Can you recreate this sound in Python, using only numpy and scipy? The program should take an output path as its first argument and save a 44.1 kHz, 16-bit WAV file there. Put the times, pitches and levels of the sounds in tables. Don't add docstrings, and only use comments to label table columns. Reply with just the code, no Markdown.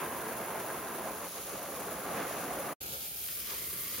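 import sys
import numpy as np
from scipy import signal
from scipy.io import wavfile

SR = 44100
rng = np.random.default_rng(int(sys.argv[2]) if len(sys.argv) > 2 else 0)


def generate_wav(sig):
    pcm = np.round(np.clip(np.atleast_2d(sig).T, -1, 1) * 32767).astype(np.int16)
    wavfile.write(sys.argv[1], SR, pcm)


N = 176400
TIME_S = np.arange(N) / SR

HARD_END_S, SOFT_START_S, FADE_S = 2.730, 2.803, 0.0084
LOW_CUT_HZ, HIGH_CUT_HZ = 56, 15800
RUMBLE_DB, RUMBLE_RISE_DB = -62.5, 3.5
GURGLE_HALF_WIDTH_S, GURGLE_Q = 0.031, 2.34
SLAP_DB, SLAP_HZ, SLAP_Q = -50, 1500, 2.3
SPLAT_DECAY_S = 0.0067
SLOSH_DB, SOFT_PATTER_DB, SOFT_HISS_DB = 4, 1.5, 6
NOTCH_WIDTH_HZ, NOTCH_DEPTH = 460, 0.71
TURN_S, SPRAY_Q = (2.9, 3.43, 3.63), 7.9
AIM_SHIFT_S, POOL_Q = (1.18, 1.37), 11.8
BUBBLES_PER_S, BUBBLE_CYCLES, BUBBLE_LOW_HZ, BUBBLE_HIGH_HZ = 240, 49, 384.6, 1735
FLOOR_DB, FLOOR_PAN_DB, BUBBLE_RE_DRUM_DB = 0.5, -0.5, -4.5
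PATTER_DB, HISS_DB, SPLASH_DB, SPLASH_EXPONENT = 7, 8.5, -53, 1.6

# frequency in Hz, relative spectral density in dB.
RUMBLE_SPECTRUM = [(35, -17), (63, -1.5), (85, -6.5), (250, -25)]
SLOSH_SPECTRUM = [(80, -4.5), (160, 2), (260, -3), (420, 1.5), (600, -4), (1300, -10.5)]
SOFT_PATTER_SPECTRUM = [(500, -5.5), (1400, 0), (4500, 0), (7000, 0), (9000, -13)]
SOFT_HISS_SPECTRUM = [(5500, -20), (7500, -6), (9300, 4), (11000, -0.5), (13800, 0), (16000, -4)]
DRUM_SPECTRUM = [(70, -16), (170, -2), (620, -1), (1100, -2.5), (1600, -7.5), (2200, -14), (6000, -37)]
PATTER_SPECTRUM = [(1200, -5.5), (2500, -1), (4000, -0.5), (5500, -1.5), (7000, 4.5), (9000, -50)]
HISS_SPECTRUM = [(5500, -59), (7200, -10), (9000, 2), (11000, 1), (13800, 2), (16000, -3.5)]
SPLASH_SPECTRUM = [(900, -18), (1600, 2), (2400, 2), (4000, -15.5)]
# frequency in Hz, side minus mid in dB.
HARD_WIDTH = [(150, -21), (700, -9), (1300, -8), (1800, -6), (2600, -11.5), (4400, -1.5), (6500, -5),
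              (8300, 32), (10900, -22.5), (13400, 24.5), (15500, -43)]
SOFT_WIDTH = [(400, -12.5), (750, -6), (1500, -1.5), (6500, -2), (8500, 16.5), (11500, -4), (13500, -33.5)]
# centre in seconds, pitch in Hz, level in dB.
GURGLES = [(0.56, 680, -43), (1.08, 720, -43), (1.24, 550, -46), (2.6, 517, -42.5), (2.955, 514, -49.5),
           (3.525, 480, -52.5), (3.525, 1100, -49)]
SLAPS_S = [2.855, 2.95, 3.52]
# start in seconds, level before filtering in dB, low and high edge in Hz.
FAT_DROPS = [(1.803, -38, 6060, 15000), (2.821, -51, 2000, 13000), (3.286, -33, 1410, 4500)]
# frequency in Hz, peak or dip in dB.
BESIDE_POOL = [(800, 3), (1450, -1), (1880, -22), (2350, 3.5), (3100, 1), (5650, -7)]
OVER_RIM = [(1830, -1), (2400, 5), (2750, -1.5), (3150, 4), (5000, 4.5)]
ABOVE_POOL = [(1170, 8.5), (1600, -2), (2080, 7.5), (3200, 2.5), (4800, 3), (5700, -3)]
# frequency in Hz, gain in dB.
SPRAY_SIDES = [(1650, 0), (2330, -10)]
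# time in seconds, centre in Hz.
NOTCH_PATH = [(2.82, 1030), (3.17, 1060), (3.3, 900), (3.45, 806), (4.0, 770)]
# time in seconds, then relative slosh, patter and hiss levels in dB.
SOFT_JET_LEVELS = [(2.85, -54.5, -46.5, -48), (3.02, -61, -47, -47.5), (3.16, -64, -50, -47),
                   (3.28, -62.5, -48, -43.5), (3.41, -61.5, -48.5, -45.5), (3.5, -56.5, -46, -46.5),
                   (3.69, -56, -48.5, -44), (4.0, -54.5, -46.5, -45.5)]
# frequency in Hz, peak or dip in dB.
POOL_MODES_EARLY = [(355, 4.5), (660, 4), (830, -1), (1040, 5.5), (1620, 4)]
POOL_MODES_LATE = [(180, 5.5), (290, 5), (545, 5), (700, 4), (920, -3), (1190, 4.5)]
# time in seconds, relative level in dB.
JET_FORCE = [(0, -35), (.07, -40), (.55, -39.5), (.86, -41), (1.08, -40.5), (1.17, -44), (1.255, -41),
             (1.29, -50.5), (1.32, -51), (1.37, -43.5), (1.445, -50), (1.48, -44), (1.52, -42.5),
             (1.67, -43.5), (1.78, -42), (2.02, -41.5), (2.2, -36), (2.31, -39), (2.72, -40)]
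# time in seconds, then relative patter and hiss levels in dB.
HARD_SPRAY_LEVELS = [(0, -59.5, -52), (1.2, -59.5, -53.5), (1.32, -55.5, -52.5), (2.0, -59, -53),
                     (2.3, -55.5, -52), (2.72, -59, -52.5)]


def from_db(db):
    return 10 ** (np.asarray(db) / 20)


def unit_rms(x):
    return x / np.sqrt(np.mean(x ** 2) + 1e-20)


def gains(rows):
    times_s, *columns_db = np.transpose(rows)
    return [from_db(np.interp(TIME_S, times_s, db)) for db in columns_db]


def gain_at(spectrum, hz):
    points_hz, db = np.transpose(spectrum)
    return from_db(np.interp(np.log(hz), np.log(points_hz), db))


def flutter(rate_hz, depth_db):
    hop, settle = 40, 2000
    pole = np.exp(-2 * np.pi * rate_hz * hop / SR)
    noise = rng.standard_normal(N // hop + settle + 2)
    slow = signal.lfilter([1], [1, -2 * pole, pole * pole], noise)[settle:]
    return np.interp(np.arange(N) / hop, np.arange(len(slow)), from_db(depth_db * unit_rms(slow)))


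def resonate(x, modes, q):
    for hz, db in modes:
        w, a = 2 * np.pi * hz / SR, from_db(db / 2)
        k, tuning = np.sin(w) / (2 * q), -2 * np.cos(w)
        x = signal.lfilter([1 + k * a, tuning, 1 - k * a], [1 + k / a, tuning, 1 - k / a], x)
    return x


def morph(x, stages, times_s, q):
    shares = [np.interp(TIME_S, times_s, row) for row in np.eye(len(stages))]
    return sum(share * resonate(x, modes, q) for modes, share in zip(stages, shares))


def impacts(per_s, spread_db):
    hits = rng.random(N) < per_s / SR
    sizes = from_db(spread_db * np.minimum(rng.exponential(1, N), 4))
    return unit_rms(hits * sizes)


def shower(spectrum, width, per_s, spread_db, wash):
    edges_hz = np.r_[22 * 2 ** (np.arange(24) / 3), np.arange(5400, 17000, 900)]
    envelope = np.sqrt(impacts(per_s, spread_db) ** 2 + wash ** 2 + 1e-12)
    drive = envelope * rng.standard_normal((2, 2, N))
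    mid_side = np.zeros((2, N))
    for k, (low_hz, high_hz) in enumerate(zip(edges_hz, edges_hz[1:])):
        if spectrum[0][0] < high_hz and low_hz < spectrum[-1][0]:
            hz = np.sqrt(low_hz * high_hz)
            side_gain = gain_at(width, hz)
            gain = gain_at(spectrum, hz) * np.array([[1], [side_gain]]) / np.hypot(1, side_gain)
            band = signal.butter(2, [low_hz, high_hz], "band", fs=SR, output="sos")
            mid_side += gain * signal.sosfilt(band, drive[k % 2])
    mid, side = mid_side
    return unit_rms(np.array([mid + side, mid - side]))


def rumble():
    gain = from_db(RUMBLE_DB + RUMBLE_RISE_DB * (TIME_S > SOFT_START_S))
    return gain * shower(RUMBLE_SPECTRUM, HARD_WIDTH, per_s=SR, spread_db=2, wash=1)


def drop_cluster(centre_s, hz, q):
    drops = impacts(per_s=2500, spread_db=3.5) * rng.choice([-1, 1], N)
    peak = signal.iirpeak(hz, q, fs=SR)
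    ring = unit_rms(signal.lfilter(*peak, signal.lfilter(*peak, drops)))
    return ring * np.exp(-((TIME_S - centre_s) / GURGLE_HALF_WIDTH_S) ** 2)


def gurgles():
    pockets = sum(from_db(db) * drop_cluster(s, hz, GURGLE_Q) for s, hz, db in GURGLES)
    slaps = sum(from_db(SLAP_DB) * drop_cluster(s, SLAP_HZ, SLAP_Q) for s in SLAPS_S)
    return np.array([pockets + slaps, pockets - slaps])


def splats():
    out = np.zeros(N)
    for start_s, db, low_hz, high_hz in FAT_DROPS:
        burst = from_db(db) * (TIME_S >= start_s) * np.exp(-np.abs(TIME_S - start_s) / SPLAT_DECAY_S)
        band = signal.butter(2, [low_hz, min(high_hz, HIGH_CUT_HZ)], "band", fs=SR, output="sos")
        out += signal.sosfilt(band, (burst + 1e-12) * rng.standard_normal(N))
    return out


def reflection_notch(x, block=256):
    out, state = x.copy(), np.zeros((2, 2))
    r = np.exp(-np.pi * NOTCH_WIDTH_HZ / SR)
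    w = 2 * np.pi * np.interp(TIME_S, *np.transpose(NOTCH_PATH)) / SR
    for i in range(0, N, block):
        feedback = [1, -2 * r * np.cos(w[i]), r * r]
        band, state = signal.lfilter([1, 0, -1], feedback, x[:, i:i + block], zi=state)
        out[:, i:i + block] -= NOTCH_DEPTH * (1 - r * r) / 2 * band
    return out


def soft_jet():
    slosh_gain, patter_gain, hiss_gain = gains(SOFT_JET_LEVELS)
    slosh = from_db(SLOSH_DB) * shower(SLOSH_SPECTRUM, SOFT_WIDTH, per_s=600, spread_db=2.5, wash=0.71)
    left, right = shower(SOFT_PATTER_SPECTRUM, SOFT_WIDTH, per_s=2000, spread_db=2, wash=1.7)
    mid = morph(left + right, [BESIDE_POOL, OVER_RIM, ABOVE_POOL], TURN_S, SPRAY_Q)
    side = resonate(left - right, SPRAY_SIDES, SPRAY_Q)
    patter = from_db(SOFT_PATTER_DB) * unit_rms(np.array([mid + side, mid - side]))
    hiss = shower(SOFT_HISS_SPECTRUM, SOFT_WIDTH, per_s=7800, spread_db=5.0, wash=1.37)
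    hiss *= from_db(SOFT_HISS_DB)
    spray = (patter * patter_gain + hiss * hiss_gain) * flutter(rate_hz=35, depth_db=0.88)
    return reflection_notch(slosh * slosh_gain + spray)


def bubbles(spread_db, chirp, pan_db, candidates=1600):
    out = np.zeros((2, N + SR))
    for when, pitch, size, place, chance in rng.random((candidates, 5)):
        if chance < BUBBLES_PER_S * N / SR / candidates:
            hz = BUBBLE_LOW_HZ * (BUBBLE_HIGH_HZ / BUBBLE_LOW_HZ) ** pitch
            cycles = np.arange(0, BUBBLE_CYCLES, hz / SR)
            age, start = cycles / BUBBLE_CYCLES, int(when * N)
            ring = np.sin(2 * np.pi * cycles * (1 + chirp * age)) * from_db(-60 * age)
            size_db = spread_db * min(-np.log(1 - size), 3)
            place_db = pan_db * (place - .5) * np.array([[1], [-1]])
            out[:, start:start + len(ring)] += from_db(size_db + place_db) * ring
    return unit_rms(out[:, :N])


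def hard_jet():
    force, = gains(JET_FORCE)
    patter_gain, hiss_gain = gains(HARD_SPRAY_LEVELS)
    drum = shower(DRUM_SPECTRUM, HARD_WIDTH, per_s=1800, spread_db=1.5, wash=0.82)
    churn = from_db(BUBBLE_RE_DRUM_DB) * bubbles(spread_db=0.5, chirp=0.037, pan_db=2.5)
    pool = unit_rms(morph(drum + churn, [POOL_MODES_EARLY, POOL_MODES_LATE], AIM_SHIFT_S, POOL_Q))
    floor = from_db(FLOOR_DB) * pool * force * flutter(rate_hz=29, depth_db=-0.3)
    floor *= from_db([[FLOOR_PAN_DB], [-FLOOR_PAN_DB]])
    patter = from_db(PATTER_DB) * shower(PATTER_SPECTRUM, HARD_WIDTH, per_s=2700, spread_db=1, wash=1.3)
    hiss = from_db(HISS_DB) * shower(HISS_SPECTRUM, HARD_WIDTH, per_s=5000, spread_db=2.5, wash=1.08)
    splash_gain = from_db(SPLASH_DB) * unit_rms(force ** SPLASH_EXPONENT)
    splash = splash_gain * shower(SPLASH_SPECTRUM, HARD_WIDTH, per_s=1300, spread_db=1, wash=1)
    spray = (patter * patter_gain + hiss * hiss_gain) * flutter(rate_hz=36, depth_db=0.85)
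    return floor + splash + spray


def scene():
    jet = np.where(TIME_S < SOFT_START_S, hard_jet(), soft_jet())
    return jet + splats() + gurgles() + rumble()


def record(dry):
    fade_out = np.exp(-2 * np.maximum(TIME_S - HARD_END_S, 0) / FADE_S)
    fade_in = np.clip((TIME_S - SOFT_START_S) / FADE_S, 0, 1) ** 2
    gate = np.maximum(fade_out, fade_in)
    low_cut = signal.butter(2, LOW_CUT_HZ, "high", fs=SR, output="sos")
    high_cut = signal.ellip(12, .1, 80, HIGH_CUT_HZ, fs=SR, output="sos")
    return signal.sosfilt(high_cut, gate * signal.sosfilt(low_cut, dry))


dry = scene()
out = record(dry)
generate_wav(out)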